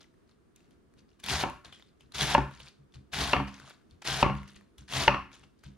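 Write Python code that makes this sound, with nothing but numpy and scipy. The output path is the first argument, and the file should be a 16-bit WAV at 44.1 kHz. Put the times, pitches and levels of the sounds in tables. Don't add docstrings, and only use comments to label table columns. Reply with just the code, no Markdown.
import sys
import numpy as np
from scipy import signal
from scipy.fft import rfft, irfft, next_fast_len
from scipy.io import wavfile
from scipy.ndimage import uniform_filter1d, map_coordinates

SR = 44100
rng = np.random.default_rng(int(sys.argv[2]) if len(sys.argv) > 2 else 0)


def persist_wave(psi):
    counts = np.round(np.clip(psi, -1, 1) * 32767).astype(np.int16)
    wavfile.write(sys.argv[1], SR, np.atleast_2d(counts).T)


N = 254456
TIME = np.arange(N) / SR


def amp(db):
    return 10 ** (np.asarray(db) / 20)


def unit(x):
    return x / np.sqrt(np.mean(x ** 2) + 1e-20)


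def along(points, hz):
    f, v = np.transpose(points)
    return np.interp(np.log(hz + 1), np.log(f + 1), v)


def wobble(rate):
    knots = rng.standard_normal(int(N * rate / SR) + 4)
    return map_coordinates(knots, [TIME * rate])


def ramp(seconds, levels_db):
    level_db = np.interp(TIME, seconds, levels_db, left=-200, right=-200)
    return np.abs(uniform_filter1d(amp(level_db), size=120)) + 1e-12


def filtered(x, response):
    m = next_fast_len(N + SR // 2)
    return irfft(rfft(x, m) * response(np.fft.rfftfreq(m, 1 / SR)), m)[..., :N]


def mid_side_gains(likeness, hz):
    turn = np.arccos(np.clip(along(likeness, hz), -1, 1)) / 2
    return np.array([np.cos(turn), np.sin(turn)])


def struck(force, modes):
    t = TIME[:SR // 2]
    ring = sum(amp(db - 60 * t / t60) * np.sin(2 * np.pi * hz * t) for hz, db, t60 in modes)
    return signal.fftconvolve(force, ring)[:N]


def crackle(count, cycles, spread_db, hiss_db):
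    when, where, size = rng.random((count, 3)).T
    hz, t = (600 * 25 ** where)[:, None], TIME[:160]
    grain_gain = hz * amp(-spread_db * np.log(size + 0.0052))[:, None]
    grains = grain_gain * np.exp(-3 * t * hz / cycles) * np.sin(2 * np.pi * hz * t)
    at = (when * N).astype(int)[:, None] + np.arange(len(t))
    bursts = np.bincount(at.ravel(), grains.ravel())[:N]
    return unit(bursts) + amp(hiss_db) * rng.standard_normal(N)


def leafy(source, spectrum, dull_db):
    sound = filtered(source, lambda hz: amp(along(spectrum, hz)))
    low = filtered(sound, lambda hz: 1 / (1 + (hz / 1600) ** 4))
    bright = sound - low
    return (bright + amp(dull_db) * low) / np.std(bright)


# frequency in Hz, relative level in dB.
HUSH_SPECTRUM = [(12, -65.5), (20, -19.5), (64, -8), (126, -11.5), (252, -8), (282, -11.5), (373, -10.5),
                 (616, -25), (669, -21.5), (813, -29), (1170, -24.5), (2480, -36), (9440, -46),
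                 (15600, -56.5)]
# frequency in Hz, left-right likeness from 0 to 1.
HUSH_LIKENESS = [(60, 0.28), (240, 0.1), (950, 0.084), (3770, 0.17), (15000, 0.11)]
HUSH_DB = -64
WHINE_HZ, WHINE_DB = 9195, -96


def hush():
    def colour(hz):
        return amp(along(HUSH_SPECTRUM, hz)) * mid_side_gains(HUSH_LIKENESS, hz)
    mid, side = filtered(rng.standard_normal((2, N)), colour)
    air = unit(np.array([mid + side, mid - side]))
    tone = amp(WHINE_DB + 2.6 * wobble(6.5)) * np.sin(2 * np.pi * WHINE_HZ * TIME)
    return amp(HUSH_DB + 0.85 * wobble(9.2)) * air + tone


# start in seconds, swell in seconds, peak level in dB,
# fade by 60 dB in seconds, gain of the part under 1.6 kHz in dB.
RUSTLES = [(0, 0.01, -57.5, 0.15, -4), (.27, .024, -72.5, 0.31, -2), (.55, 0.017, -71, .5, -8),
           (.7, 0.016, -77, 0.15, 3), (.965, 0.024, -64.5, .12, -19), (1.08, .01, -75.5, .5, -4),
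           (1.192, 0.0087, -59, 0.083, -11), (1.643, 0.0058, -53.5, .27, 6),
           (1.72, 0.0066, -56.5, .42, -19), (1.996, .01, -66, .22, -14), (2.115, 0.0091, -62.5, .05, -1),
           (2.478, .06, -58.5, 0.55, -12.5), (2.594, .008, -53.5, 0.057, -0.5),
           (2.61, .075, -56, 0.091, -1), (2.92, 0.0049, -73, .1, -14), (2.938, 0.0026, -59, 0.18, -1),
           (3.469, 0.013, -49, 0.077, 7), (3.49, 0.046, -57, 0.6, 2), (3.58, .12, -55, 0.17, 1),
           (3.898, 0.0052, -68.5, .25, -20), (4.017, 0.0055, -46, .04, 3.5), (4.359, 0.017, -61.5, 0.76, 3),
           (4.47, 0.012, -59, 0.22, -24), (4.553, 0.0085, -55.5, 0.097, -10), (4.777, .005, -57, .22, -9),
           (4.878, 0.0061, -49.5, .06, -5), (5.309, .035, -55, 0.32, -1),
           (5.428, 0.0097, -62.5, 0.057, 5.5), (5.57, 0.022, -75.5, .4, -8),
           (5.63, 0.00706, -58.5, 0.28, -6)]
# frequency in Hz, relative level in dB.
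LEAF_SPECTRUM = [(290, -23.5), (500, -8), (859, -7), (1630, -6), (1830, -8), (2430, -8.5), (3510, -7.5),
                 (9120, -20.5), (15000, -41)]
SWELL_DB = -15


def rustling():
    level, low = np.zeros((2, N))
    for s, swell_s, db, t60, dull_db in RUSTLES:
        shape = amp(db) * ramp(s + np.cumsum([0, swell_s, t60]), [SWELL_DB, 0, -60])
        level += shape
        low += amp(dull_db) * shape
    dull_db = 20 * np.log10(low / level)
    source = crackle(count=15000, cycles=8.4, spread_db=4, hiss_db=-4.0)
    return level * amp(0.49 * wobble(35)) * leafy(source, LEAF_SPECTRUM, dull_db)


# start in seconds, level in dB, pitch in Hz, gain of the tick in dB.
SNAPS = [(0.017, -51.5, 4050, -4), (0.0427, -50, 1950, -17.5), (0.1411, -61, 1830, -1),
         (0.2927, -59, 4090, -9), (0.3127, -58, 4100, -11), (0.5606, -53, 3550, 13.5),
         (0.605, -56, 2680, -0.5), (0.7086, -62, 3150, 8), (0.9386, -54.5, 1580, -2),
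         (1.1155, -58, 2840, -8.5), (1.2002, -50, 2970, 10), (1.2396, -27.5, 3400, -2.5),
         (1.2623, -25.5, 3920, -1.5), (1.2854, -18, 2820, -8.5), (1.297, -21, 3420, -11),
         (1.3101, -24.5, 1740, -11), (1.4986, -34, 2400, -6.5), (1.564, -54.5, 2300, -15),
         (1.6482, -40.5, 4230, -21), (1.727, -38.5, 3300, -15), (1.7972, -46.5, 2050, -11.5),
         (1.824, -42, 3610, -21), (1.8886, -55.5, 4100, -11), (2.0078, -45, 2990, -3.5),
         (2.1214, -39, 4080, -4), (2.155, -32.5, 3920, -12), (2.1824, -23.5, 3510, -7),
         (2.21, -14.5, 3380, -13), (2.511, -41, 1540, -10.5), (2.5204, -49.5, 1600, -21),
         (2.5616, -43.5, 1830, -17), (2.6022, -35.5, 2930, -19), (2.6666, -43, 3400, -10.5),
         (2.6843, -39, 4440, -18.5), (2.9227, -55.5, 3480, -8.5), (2.9442, -46.5, 4050, -7.5),
         (3.1382, -23, 2840, -8), (3.188, -22, 3410, -16.5), (3.2384, -19.5, 3470, -14),
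         (3.4785, -38, 1840, -16.5), (3.5803, -44.5, 1800, -12.5), (3.5991, -36, 1570, -16),
         (3.707, -39.5, 1520, -15.5), (3.8142, -59.5, 1510, -15.5), (3.91, -50.5, 4370, -4.5),
         (4.021, -40, 1900, 1), (4.0513, -28.5, 1900, -4), (4.0849, -20.5, 1530, -12),
         (4.3514, -38, 2340, -11.5), (4.3653, -39.5, 1940, -17), (4.4314, -38.5, 2190, -15),
         (4.4774, -45.5, 2700, 2), (4.526, -52.5, 1880, -8.5), (4.5666, -54, 3390, -14),
         (4.6103, -48, 1710, -16), (4.7825, -43.5, 3380, 4), (4.8209, -50, 1510, -9),
         (4.8904, -41, 3490, -3.5), (4.8988, -40.5, 3360, -7), (4.924, -23.5, 2700, -9),
         (4.9357, -20, 3240, -9.5), (5.0365, -18.5, 2950, -12), (5.3164, -43.5, 2290, -19.5),
         (5.3353, -48, 3570, -14.5), (5.438, -49, 2900, -25), (5.5917, -59.5, 4650, 4),
         (5.6376, -42.5, 1530, -1)]
SNAP_T60_S = 0.012
BODY_DB, BODY_FALLS_DB = 6.5, 6


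def snaps():
    out, t = np.zeros(N + SR), TIME[:1800]
    fade = amp(-60 * t / SNAP_T60_S) * (1 - np.exp(-t / 0.00036))
    for s, db, hz, tick_db in SNAPS:
        tick, flap, rough = rng.standard_normal((3, len(t)))
        note = np.sin(2 * np.pi * hz * t + 3 * uniform_filter1d(rough, size=24))
        crisp = amp(tick_db) * np.diff(uniform_filter1d(tick, size=3), prepend=0)
        body_gain = amp(BODY_DB - BODY_FALLS_DB * np.log2(hz / 2000))
        body = body_gain * uniform_filter1d(flap, size=16)
        out[round(s * SR):][:len(t)] += amp(db) * fade * (note + crisp + body)
    return out[:N]


# start in seconds, level of the force in dB.
THUMPS = [(0.815, -57), (0.956, -53.5), (1.654, -47.5), (2.021, -53.5), (2.598, -52.5), (2.786, -53.5),
          (2.952, -41.5), (3.599, -50), (3.916, -47), (4.56, -48), (4.787, -44.5), (5.399, -53.5),
          (5.65, -40.5)]
# frequency in Hz, level in dB, decay by 60 dB in seconds.
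COUNTER_MODES = [(66.2, -3, 0.43), (84, 8, 0.11), (137.4, 10.5, 0.2), (199.7, 1, 0.39), (273.1, -7, 0.58),
                 (308, -7.5, 0.38)]
PRESS_S, PRESS_ROUGH = 0.016, 0.6


def thumps():
    force, t = np.zeros(N + SR), TIME[:6000]
    jolt = t * np.exp(-t / 0.0045)
    for s, db in THUMPS:
        rough = unit(uniform_filter1d(rng.standard_normal(len(t)), size=90))
        drag = PRESS_ROUGH * rough * t / PRESS_S * np.exp(1 - t / PRESS_S)
        force[round(s * SR):][:len(t)] += amp(db) * (jolt + jolt.max() * drag) / jolt.sum()
    return struck(force[:N], COUNTER_MODES)


# start in seconds, level in dB, upper edge of the band in Hz, #
# decay by 60 dB in seconds.
SCRAPES = [(0.976, -71, 2900, 0.11), (1.724, -50.5, 3530, 0.17), (2.007, -66, 2940, 0.12)]
NARROW_BAND = 0.85


def scrapes():
    out, t = np.zeros(N + SR), TIME[:SR // 4]
    for s, db, hz, t60 in SCRAPES:
        band = signal.butter(2, [hz * NARROW_BAND, hz], "band", fs=SR, output="sos")
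        band_noise = unit(signal.sosfilt(band, rng.standard_normal(len(t))))
        out[round(s * SR):][:len(t)] += amp(db - 60 * t / t60) * band_noise
    return out[:N]


# blade bites in seconds, time to full crunch
# in seconds, crunch level in dB, change by the board in dB, push on the board in dB.
STROKES = [(1.239, 0.065, -33, -2, -29.5), (2.148, 0.054, -31.5, -5.5, -31),
           (3.129, .008, -36.5, -1.5, -31.5), (4.047, 0.026, -35, -2, -35), (4.899, .04, -33, -3.5, -31.5)]
# frequency in Hz, relative level in dB.
CRUNCH_SPECTRUM = [(180, -36), (300, -15.5), (384, 3), (518, -7), (697, 2.5), (1200, -2), (1520, -1.5),
                   (2530, -5.5), (3520, -2.5), (12000, -22), (15600, -40)]
CRUNCH_DULL_DB = [-7.5, -6.5, -6, 0.5]
TOUCH_S, TOUCH_DB, BITE_DB = 0.012, -34, -13
PUSH_PEAK, PUSH_START_DB, PUSH_END_DB = 0.37, -18, -11.5


def cutting():
    crunch, push, dull_db = np.zeros((3, N))
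    for s, rise_s, crunch_db, sag_db, push_db in STROKES:
        board_s = min(chop[0] for chop in CHOPS if chop[0] > s)
        moments = [s - TOUCH_S, s, s + rise_s, board_s]
        crunch += amp(crunch_db) * ramp(moments, [TOUCH_DB, BITE_DB, 0, sag_db])
        dull_db += np.interp(TIME, moments, CRUNCH_DULL_DB, left=0, right=0)
        push_moments = s + (board_s - s) * np.array([0, PUSH_PEAK, 1])
        push += amp(push_db) * ramp(push_moments, [PUSH_START_DB, 0, PUSH_END_DB])
    layers = wobble(28) + 0.68 * wobble(90)
    source = crackle(count=22000, cycles=4.6, spread_db=2.5, hiss_db=1.5)
    tearing = leafy(source, CRUNCH_SPECTRUM, dull_db)
    shake = unit(struck(rng.standard_normal(N) * amp(2.5 * layers), COUNTER_MODES))
    return crunch * amp(2.05 * layers) * tearing + push * shake


# start in seconds, knock in dB, hardness in dB per octave
# above 1 kHz, counter boom in dB, basin ring in dB.
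CHOPS = [(1.435, -23, 0, -47, -78), (2.348, -21.5, 3, -36.5, -69.5), (2.379, -23, -14.5, -37, -69),
         (3.332, -20.5, 6.5, -47, -59), (3.364, -30.5, 4.5, -34, -65), (3.399, -30.5, 1, -56.5, -79),
         (4.227, -19.5, 5.5, -31, -58.5), (4.262, -27, -8, -31.5, -68), (4.297, -31, -5, -50.5, -67.5),
         (5.078, -20, 7, -33, -55), (5.097, -36, -4.5, -50, -70), (5.143, -29.5, 3.5, -63.5, -55.5)]
# frequency in Hz, level in dB.
BOARD_MODES = [(283, -8), (380, -4.5), (590, -0.5), (760, -0.5), (890, 4), (1100, 2.5), (1360, -1),
               (1760, -3), (2170, -5), (2440, -3), (2770, -1), (4370, -9), (5730, -10)]
# frequency in Hz, level in dB, decay by 60 dB in seconds.
BASIN_MODES = [(996, -5.5, 0.15), (1060, -1, 0.18), (1098, -2.5, 0.29), (1153, -1.5, 0.28), (1210, -5, 0.2)]
WOOD_CYCLES = 26
IN_STEP_HZ = 1000
CONTACT_HZ = 3580
CONTACT_S, CONTACT_GROWS = 0.0059, 0.55
CRACK_DB, CRACK_GROWS, CRACK_S = -17.5, 2.5, 0.0058
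BASIN_FLUTTER_DB = 3.5


def board_ring(hard_db, t):
    ring = np.zeros(len(t))
    for k, (hz, level) in enumerate(BOARD_MODES):
        harder_db = hard_db * max(np.log2(hz / 1000), 0)
        level_db = level + harder_db + rng.normal(0, 1.6) - 60 * t * hz / WOOD_CYCLES
        direction = (-1) ** (k * (hz > IN_STEP_HZ))
        ring += amp(level_db) * direction * np.sin(2 * np.pi * hz * t)
    return ring


def chops():
    near, far, crack, boom, basin = np.zeros((5, N + SR))
    t = TIME[:2600]
    for s, db, hard_db, boom_db, basin_db in CHOPS:
        contact_s = CONTACT_S * amp(CONTACT_GROWS * (db + 19))
        roll = 0.13 * rng.standard_normal(len(t)) * np.exp(-(t / contact_s) ** 2)
        roll[20:40] -= 0.055 * np.hanning(20)
        roll[80] = -0.72
        ring = board_ring(hard_db, t)
        at = round(s * SR)
        near[at:][:len(t)] += amp(db) * np.convolve(roll, ring)[:len(t)]
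        far[at:][:len(t)] += amp(db) * np.linalg.norm(roll) * ring
        crack_db = CRACK_DB + CRACK_GROWS * (db + 19) - 60 * t / CRACK_S
        crack[at + 80:][:len(t)] += amp(crack_db) * rng.standard_normal(len(t))
        boom[at + 40] = amp(boom_db)
        basin[at:][:len(t)] += amp(basin_db) * rng.standard_normal(len(t)) * np.exp(-t / 0.024)
    yielding = signal.butter(4, CONTACT_HZ, fs=SR, output="sos")
    knock, blow = signal.sosfilt(yielding, np.array([near, far])[:, :N])
    crack_band = signal.butter(3, [2500, 6000], "band", fs=SR, output="sos")
    bright = signal.sosfilt(crack_band, crack[:N])
    below = struck(boom[:N], COUNTER_MODES)
    basin_ring = amp(BASIN_FLUTTER_DB * wobble(70)) * struck(basin[:N], BASIN_MODES)
    return knock + bright + below + basin_ring, blow + below


# frequency in Hz, decay by 60 dB in seconds.
KITCHEN_DECAY = [(100, 0.47), (400, 0.21), (850, 0.27), (1100, 0.4), (1400, 0.41), (3000, 0.36),
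                 (6000, 0.36), (14000, 0.56)]
# frequency in Hz, gain in dB.
WALL_GAIN = [(100, -0.5), (3000, -2.5), (6000, -2), (9000, -4), (14000, -6.5)]


def kitchen(x, alike):
    out, hop = np.zeros((2, N + 2 * SR)), SR // 3
    for start in range(0, N, hop):
        hz, t, z = signal.stft(rng.standard_normal((2, SR * 3 // 5)), SR, nperseg=256)
        share = np.clip(alike / (1 + (hz[:, None] / 6500) ** 2), 0, 1)
        z[1] = share * z[0] + np.sqrt(1 - share ** 2) * z[1]
        decay_db = along(WALL_GAIN, hz)[:, None] - 60 * t / along(KITCHEN_DECAY, hz)[:, None]
        tail = signal.istft(z * amp(decay_db), SR, nperseg=256)[1]
        wet = signal.fftconvolve(x[None, start:start + hop], tail / np.linalg.norm(tail[0]), axes=1)
        at = start + 200
        out[:, at:at + wet.shape[1]] += wet
    return out[:, :N]


# frequency in Hz, left-right likeness from 0 to 1.
NEAR_LIKENESS = [(60, 1), (2000, 0.97), (4000, 0.96), (8000, 0.74), (14000, 0.63)]
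# frequency in Hz, left minus right in dB.
LEFT_BALANCE = [(60, 0.5), (110, 6), (200, -5), (380, 0.5), (700, 1.5), (1290, 1), (2380, 3.5), (4400, 2),
                (8120, 1.5), (15000, -10)]
# frequency in Hz, lead of the left in radians.
LEFT_LEAD = [(60, 0), (800, -.1), (3000, -.6), (6100, -.95), (8200, -2.4), (9300, -2.3), (15000, -1.6)]
# frequency in Hz, gain in dB.
MIC_RESPONSE = [(20, -22), (40, -14.5), (55, -4), (7000, -0.5), (8200, -4.5), (9200, 0), (12500, -5),
                (15000, -7.5)]


def microphones(near, room):
    z = signal.stft(near, nperseg=128)[2]
    random_phase = np.exp(2j * np.pi * rng.random(z.shape))
    scattered = signal.istft(z * random_phase, nperseg=128)[1][:N] * 3.1
    mid, side = filtered(np.array([near, scattered]), lambda hz: mid_side_gains(NEAR_LIKENESS, hz))

    def response(hz):
        half = amp(along(LEFT_BALANCE, hz) / 2) * np.exp(0.5j * along(LEFT_LEAD, hz))
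        return amp(along(MIC_RESPONSE, hz)) * np.array([half, 1 / half])
    return filtered(np.array([mid + side, mid - side]) + room, response)


def scene():
    cabbage = rustling() + snaps() + scrapes() + cutting()
    knock, blow = chops()
    room = kitchen(amp(-10.5) * cabbage + amp(-6.0) * blow, alike=0.79)
    return microphones(cabbage + knock + thumps(), room) + hush()


TOP_HZ = 15750


def record(dry):
    return filtered(dry, lambda hz: hz < TOP_HZ)


dry = scene()
out = record(dry)
persist_wave(out)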